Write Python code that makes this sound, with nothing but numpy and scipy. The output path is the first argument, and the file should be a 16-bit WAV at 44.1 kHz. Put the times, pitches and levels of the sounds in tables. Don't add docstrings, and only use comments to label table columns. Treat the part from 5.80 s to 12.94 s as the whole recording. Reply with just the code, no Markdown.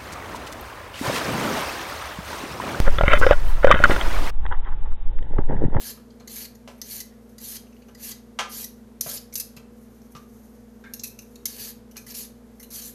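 import sys
import numpy as np
from scipy import signal
from scipy.fft import rfft, irfft
from scipy.io import wavfile
from scipy.ndimage import uniform_filter1d

SR = 44100
rng = np.random.default_rng(int(sys.argv[2]) if len(sys.argv) > 2 else 0)


def transcribe(u):
    v = np.clip(np.atleast_2d(u).T, -1, 1)
    q = np.round(v * 32767).astype(np.int16)
    wavfile.write(sys.argv[1], SR, q)


N = 314874

HUM_PITCH_HZ = [59.15, 118.4, 217.9, 240, 405.5, 437, 478]
HUM_LEVEL_DB = [-56.5, -64.5, -53, -52, -67.5, -67.5, -61]
# freq_hz, density_db (per Hz)
ROOM_NOISE = [(30, -17), (45, -37), (75, -19), (110, -6), (170, -11.5), (230, -2.5), (320, -13.5),
              (440, -7.5), (560, -13), (760, -17.5), (1150, -22.5), (1700, -25.5), (2600, -32),
              (13900, -38.5)]
ROOM_NOISE_DB = -54.5
# peeling strokes; the faint rows at 3.615 and 5.28 are hiss trailing off after blade clicks
# start_s, build_s, pull_s, lift_s, land_db, full_db, end_db, bite_db (re level)
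SCRAPES = [(0.0, 0.092, 0.015, 0.052, -39.5, -35.5, -35.5, -12.5),
           (0.49, 0.094, 0.076, 0.011, -45, -36.5, -41.5, -13.5),
           (1.035, 0.093, 0.089, .022, -51, -36, -42.5, -16),
           (1.595, 0.047, 0.13, 0.013, -50, -38, -37.5, -16.5),
           (2.17, 0.065, 0.085, .014, -62, -37, -36, -14.5),
           (2.69, 0.063, 0.082, 0.031, -48, -35.5, -36.5, -15.5),
           (3.23, .064, 0.079, 0.018, -45.5, -31.5, -34.5, -17.5),
           (3.615, .005, 0.14, .02, -55, -59, -71, -20), (5.28, .005, .046, .03, -50, -54, -59, -26),
           (5.675, 0.027, 0.073, .02, -47, -45, -44.5, -10.5),
           (5.775, 0.022, 0.11, .034, -48, -36, -39.5, -14),
           (6.275, 0.042, .006, .03, -47, -42.5, -41.5, -11.5),
           (6.337, .035, 0.082, .047, -42, -33.5, -42.5, -19),
           (6.904, 0.043, 0.056, 0.035, -46.5, -35.5, -37, -17),
           (7.012, 0.045, 0.038, 0.064, -43, -37.5, -41.5, -20.5)]
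# freq_hz, density_db (per Hz)
SCRAPE_SPECTRUM = [(1470, -54), (2500, -53), (3190, -22.5), (3870, -15), (4770, -10.5), (5350, -7),
                   (6310, 0), (8290, -11), (9370, -3.5), (10400, -5), (11000, -2), (12200, 2.5),
                   (13900, -6.5)]
# freq_hz, density_db (per Hz)
BITE_SPECTRUM = [(530, -9), (900, -12), (1520, -11), (1680, -1), (1830, -6.5), (2150, -5), (2960, -3),
                 (3600, -9.5), (4680, 1), (7920, -120)]
# freq_hz, level_db, t60_s
BLADE_MODES = [(4200, 23.5, 0.047), (4600, 16, 0.076), (5400, 35.5, 0.0063), (6030, 25.5, 0.0076),
               (6690, -51, 0.023), (7100, -27, .03), (7730, -11, 0.076), (9500, -8.5, 0.085),
               (9800, 14, 0.016), (10100, -13, 0.027), (11280, 27, 0.067), (12100, -23, 0.026),
               (12140, -39, .03), (13400, 20, 0.033), (14300, 2, .03)]
# time_s, level_db
RUSTLE = [(0, -70), (.3, -74), (.72, -76), (.946, -73), (1.4, -71.5), (1.98, -68.5), (2.55, -73),
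          (2.97, -67), (3.2, -79), (3.5, -70), (3.81, -85), (4.014, -65.5), (4.47, -66), (4.67, -63),
          (4.86, -71), (5.08, -68), (5.49, -63), (5.65, -73), (6.0, -88), (6.186, -61.5), (6.6, -74),
          (6.85, -66), (7.14, -59)]
# start_s, level_db, pitch_hz, t60_s, snap_db (re level), thud_db (re level)
KNOCKS = [(0.174, -41, 1282, 0.11, -18, -12), (4.3504, -29, 1197, 0.05, -12.5, -8),
          (4.3635, -37, 1180, 0.16, -3.5, -21), (5.0392, -35, 1607, 0.33, -14, -22)]
# start_s, level_db, treble_db (relative), frame_hz, frame_db (relative), blade_hz, rattle_ms
CLICKS = [(0.303, -44, -24, 3240, -13, 4940, 9.3), (0.398, -39.5, -13, 2300, -18, 4300, 11),
          (0.4747, -29.5, -6, 2070, -10, 4520, 12.5), (0.652, -29, -12, 2030, -16, 4370, 5.1),
          (0.7502, -42, -3, 1970, -14, 7000, 11.5), (0.979, -50.5, 5.5, 2400, -1, 6460, 17),
          (1.0154, -19, -6, 1990, -22, 6450, 6.1), (1.2027, -23, -3, 2050, -16.5, 4600, 11),
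          (1.3242, -53, -13, 1950, 1.5, 4610, 13), (1.492, -47.5, 2, 2180, -14, 6500, 11),
          (1.5814, -30.5, -6.5, 1940, -15.5, 4840, 8.1), (1.766, -25, -22, 3230, -15, 5060, 3.6),
          (1.8674, -51, -16, 2830, 0.5, 6380, 10), (1.925, -47, -15, 2650, -6, 6400, 11.5),
          (1.9646, -50, -9.5, 2870, 1, 4620, 9.2), (2.0204, -44, -9, 2750, -6, 4560, 7.8),
          (2.0832, -44.5, -5, 2960, -6.5, 6290, 14), (2.148, -35.5, -7, 1960, -9, 5000, 7.9),
          (2.315, -24, -24, 2000, -20, 4800, 8.3), (2.841, -23.5, -2, 1980, -19, 6200, 11.6),
          (3.209, -14, -0.5, 2180, -32, 6260, 7.7), (3.3722, -22.5, -23, 3080, -22, 5220, 8.1),
          (3.5255, -32, -10, 2270, -12.5, 6040, 9), (3.5375, -33.5, 6, 2150, -24, 6800, 11),
          (3.5542, -19.5, -2.5, 2820, -15, 6300, 14), (3.576, -30.5, 8.5, 2640, -10, 6200, 11.5),
          (3.598, -16.5, -0.5, 2710, -21, 5360, 11.7), (3.7648, -35.5, -5.5, 2630, -5.5, 5400, 17),
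          (4.216, -44.5, -6, 1820, -19, 6500, 7.9), (4.3196, -47.5, 9.5, 2300, -16, 6340, 10),
          (5.1365, -24.5, 1.5, 2760, -18, 6700, 6.6), (5.1943, -26, -16, 2850, -28, 5700, 9.5),
          (5.235, -21, -2, 2610, -13, 6000, 15), (5.255, -27, -4, 2610, -15, 6630, 2.6),
          (5.2694, -34.5, 4.5, 2420, -24, 6400, 12), (5.3887, -28, -6, 2690, -8.5, 6400, 6.4),
          (5.4195, -49.5, 14, 2480, -0.5, 6360, 12), (5.5562, -33, -6.5, 2660, -20, 4300, 5.7),
          (5.655, -14, -2.5, 2190, -22, 6220, 9.7), (6.111, -42, 0, 3020, -14, 6140, 12),
          (6.167, -29.5, -2, 2500, -8.5, 6540, 17), (6.2646, -36, 1, 2000, -3, 6300, 13.6),
          (6.2995, -31.5, -25, 1940, -22, 5570, 13), (6.348, -29.5, -5, 2820, -19, 5660, 19),
          (6.7971, -39, 1, 2030, -5, 6450, 24), (6.8284, -35, 2, 3000, -12, 4100, 14),
          (6.904, -38, 2, 2700, -23, 6600, 11)]
# start_s, level_db, slap_db, deep_db, boom_db (last three re level)
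DROPS = [(0.406, -44.5, -17, 3, -16), (0.8754, -35, -5.5, 8, -3), (0.9038, -52, -24, 17.5, -16),
         (2.0844, -46, -25, 3, -18), (2.5888, -17, -2.5, -5, -48), (3.262, -34, -24, 11, 4),
         (3.7677, -44.5, -4, 7.5, 10.5), (6.1584, -43.5, -3, -15, -21)]
# freq_hz, level_db, t60_s
BASIN_MODES = [(410, -7, .25), (475, -5, .25), (570, -3, .15), (639, -1, .15), (680, -4, .08),
               (833, -4, .22), (983, -6, .22), (1039, 0, .22), (1214, 1, .21), (1327, -2, .22),
               (1354, -4, .22), (1500, -5, .25), (1554, -2, .2), (1704, -7, .25), (1960, -5, .18),
               (2238, -3, .18), (2380, -6, .15), (2813, 0, .1), (2874, -2, .1), (3063, -3, .13),
               (3240, -5, .13), (3420, -5, .13)]
# freq_hz, density_db (per Hz)
SLAP_SPECTRUM = [(1470, -5.5), (2500, -0.5), (2800, 0), (3630, -5.5), (5870, -2), (8780, -17.5),
                 (11100, -19), (13900, -30)]
# freq_hz, density_db (per Hz)
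CLATTER_SPECTRUM = [(290, -95), (500, -11), (770, -0.5), (814, -41), (1010, 4), (1840, -27), (2020, -6),
                    (4500, -15.5), (5850, -52), (9900, -120)]
# freq_hz, t60_s
ROOM_DECAY = [(300, 0.38), (1000, 0.41), (3000, 0.35), (7000, 0.27), (13000, 0.25)]

LIFT_DB, TRAIL_S, TRAIL_DB = -34, 0.069, -5
SOFT_BITE_DB_PER_DB = 0.37
CLICK_RISE_S, BLADE_RING_DB = 0.001, -6.5
ROOM_TAIL_DB, EDGE_HZ = -7.5, 13950


def gain_of(db):
    return 10 ** (np.asarray(db) / 20)


def evened(x):
    return x / np.sqrt(np.mean(x ** 2) + 1e-20)


def read(points, hz):
    table_hz, value = np.transpose(points)
    return np.interp(np.log(hz + 1), np.log(table_hz + 1), value)


def add(mix, start_s, sound):
    part = mix[round(start_s * SR):][:len(sound)]
    part += sound[:len(part)]


def filtered(x, spectrum):
    hz = np.fft.rfftfreq(len(x), 1 / SR)
    return irfft(rfft(x) * gain_of(read(spectrum, hz)), len(x))


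def coloured(x, spectrum):
    return evened(filtered(x, spectrum))


def noise(count):
    return rng.standard_normal(count)


def drift(top_hz, count):
    return evened(signal.sosfilt(signal.butter(2, top_hz, fs=SR, output="sos"), noise(count)))


def rise(t, tau_s):
    return 1 - np.exp(-t / tau_s)


def ring(modes, t, spread_db):
    hz, db, t60_s = np.transpose(modes)[:, :, None]
    luck = rng.standard_normal((len(hz), 1))
    return gain_of(db + spread_db * luck - 60 * t / t60_s) * np.sin(2 * np.pi * hz * t)


def refrigerator():
    t, out = np.arange(N) / SR, np.zeros(N)
    for hz, db in zip(HUM_PITCH_HZ, HUM_LEVEL_DB):
        sway_rad = 0.39 * (hz / 240) ** 2 * drift(4.55, N)
        level = gain_of(db + 1.17 * hz / 240 * drift(2.0, N))
        phase_rad = 2 * np.pi * (hz * t + rng.random()) + sway_rad
        out += np.sqrt(2) * level * np.sin(phase_rad)
    return out + gain_of(ROOM_NOISE_DB) * coloured(noise(N), ROOM_NOISE)


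def scrape_levels(start_s, build_s, pull_s, lift_s, land_db, full_db, end_db, bite_db):
    corners_s = np.cumsum([0, build_s, pull_s, lift_s, TRAIL_S])
    t = np.arange(0, corners_s[-1], 1 / SR)
    off_db = end_db + LIFT_DB
    level_db = np.interp(t, corners_s, [land_db, full_db, end_db, off_db, off_db + TRAIL_DB])
    edges = np.clip(np.minimum(t + (start_s == 0), corners_s[-1] - t) / .007, 0, 1)
    bite = gain_of(level_db + bite_db + SOFT_BITE_DB_PER_DB * (full_db - level_db))
    return edges * gain_of(level_db), edges * bite


def tearing():
    tears = gain_of(1.35 * rng.exponential(1, N)) * noise(N)
    tears *= gain_of(1.0 * drift(55, N) + 1.13 * drift(450, N))
    z = signal.stft(tears, nperseg=512)[2]
    patches = uniform_filter1d(rng.standard_normal(z.shape), size=7, axis=0)
    patches = uniform_filter1d(patches, size=5, axis=1)
    return signal.istft(z * gain_of(2.6 * evened(patches)), nperseg=512)[1][:N]


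def scraping():
    tears = tearing()
    blade = signal.oaconvolve(tears, ring(BLADE_MODES, np.arange(3000) / SR, 0).sum(0))[:N]
    hiss = evened(coloured(tears, SCRAPE_SPECTRUM) + 0.12 * evened(blade))
    rustle = coloured(noise(N), SCRAPE_SPECTRUM) * gain_of(2.0 * drift(19, N))
    level, bite = np.zeros((2, N))
    for row in SCRAPES:
        row_level, row_bite = scrape_levels(*row)
        add(level, row[0], row_level)
        add(bite, row[0], row_bite)
    hands = gain_of(np.interp(np.arange(N) / SR, *np.transpose(RUSTLE)))
    return level * hiss + bite * coloured(tears, BITE_SPECTRUM) + hands * rustle


def knocks():
    out, t = np.zeros(N), np.arange(9000) / SR
    for start_s, level_db, hz, t60_s, snap_db, thud_db in KNOCKS:
        wood_modes = [(hz, 0, .05), (1.1 * hz, 0, .03), (1.3 * hz, -1, .012), (2.2 * hz, -8, .012)]
        wood = ring(wood_modes, t, 0).sum(0)
        rub = noise(len(t)) * gain_of(-60 * t / t60_s) * rise(t, 0.00067)
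        tone = signal.fftconvolve(wood, rub)[:len(t)]
        tone += 17.0 * ring([(hz, 0, t60_s)], t, 0)[0] * rise(t, 0.00057)
        snap = coloured(noise(len(t)), SLAP_SPECTRUM) * gain_of(snap_db - 60 * t / 0.092)
        thud = np.sin(2 * np.pi * 165 * t) * gain_of(thud_db - 60 * t / 0.07)
        add(out, start_s, gain_of(level_db) * (0.022 * tone + .5 * snap + thud))
    return out


def clicks():
    out, t = np.zeros(N), np.arange(4096) / SR
    for start_s, level_db, treble_db, frame_hz, frame_db, blade_hz, rattle_ms in CLICKS:
        force = np.clip((level_db + 61.0) / 30, .15, 1)
        chatter = np.exp(-(t * 1000 / rattle_ms) ** 1.74) + 0.14 * np.exp(-t / 0.024)
        rattle = 1.4 * np.exp(-t / 0.00062) + force * chatter
        rattle *= rise(t, CLICK_RISE_S)
        rattle *= gain_of(2.0 * drift(330, len(t)))

        knocking = noise(len(t))
        blade = signal.fftconvolve(knocking, ring(BLADE_MODES, t[:2048], 4).sum(0), "same")
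        steel = coloured(knocking, SCRAPE_SPECTRUM) + 0.21 * evened(blade)
        steel = filtered(steel, [(7500, 0), (8800, treble_db)])
        steel += 0.077 * gain_of(frame_db) * coloured(knocking, BITE_SPECTRUM)

        tones = [(frame_hz, 0, .022 * force), (1.5 * frame_hz, 0, .018 * force),
                 (blade_hz, 0, .014 * force)]
        rings = signal.fftconvolve((knocking * rattle)[None], ring(tones, t, 0), axes=1)[:, :len(t)]
        rings /= abs(rings).max(axis=1, keepdims=True)
        rings = gain_of([frame_db + 2.5, frame_db - 9, BLADE_RING_DB]) @ rings
        add(out, start_s, gain_of(level_db) * (0.5 * rattle * steel + 0.58 * rings))
    no_bass = signal.butter(2, 1600, "high", fs=SR, output="sos")
    return signal.sosfilt(no_bass, out)


def drops():
    out, t, hz = np.zeros(N), np.arange(16000) / SR, np.transpose(BASIN_MODES)[0]
    no_bass = signal.butter(3, 400, "high", fs=SR, output="sos")
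    for start_s, level_db, slap_db, deep_db, boom_db in DROPS:
        contact = 0.052 * noise(900) * np.exp(-t[:900] / 0.0029)
        contact[0] = 1
        share_db = deep_db * (hz < 750) + slap_db * (hz > 1800)
        modes = gain_of(share_db)[:, None] * ring(BASIN_MODES, t, 0.4)
        basin = signal.fftconvolve(modes.sum(0), contact / np.linalg.norm(contact))[:len(t)]

        clatter = coloured(noise(len(t)), CLATTER_SPECTRUM) * gain_of(-60 * t / 0.16)
        deep = coloured(noise(len(t)), [(330, -56), (450, 0), (850, -11), (1200, -28)])
        clatter += 0.4 * deep * gain_of(deep_db - 60 * t / 0.28)
        slap = coloured(noise(len(t)), SLAP_SPECTRUM) * gain_of(slap_db - 60 * t / 0.15)
        boom = np.sin(2 * np.pi * 160 * t) * gain_of(boom_db - 60 * t / 0.055)

        plate = rise(t, 0.00046) * (0.2 * basin + 0.24 * clatter + 0.57 * slap)
        plate = signal.sosfilt(no_bass, plate)
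        add(out, start_s, gain_of(level_db) * (plate + boom * rise(t, 0.0043)))
    return out


def kitchen(x):
    taps = np.zeros(SR // 2)
    slots = np.arange(100, len(taps) - 20, 20)
    taps[slots + rng.integers(0, 20, len(slots))] = 1
    taps *= rng.choice([-1., 1.], len(taps))
    hz, t, z = signal.stft(taps, SR, nperseg=256)
    decay = gain_of(-60 * t / read(ROOM_DECAY, hz)[:, None])
    tail = signal.istft(z * decay, SR, nperseg=256)[1]
    return signal.fftconvolve(x, tail / np.linalg.norm(tail))[:N]


def scene():
    work = scraping() + knocks() + clicks() + drops()
    return (work + gain_of(ROOM_TAIL_DB) * kitchen(work) + refrigerator())[None]


def record(dry):
    lowpass = signal.firwin(511, EDGE_HZ, window=("kaiser", 9), fs=SR)
    return signal.oaconvolve(dry, lowpass[None], "same")


dry = scene()
out = record(dry)
transcribe(out)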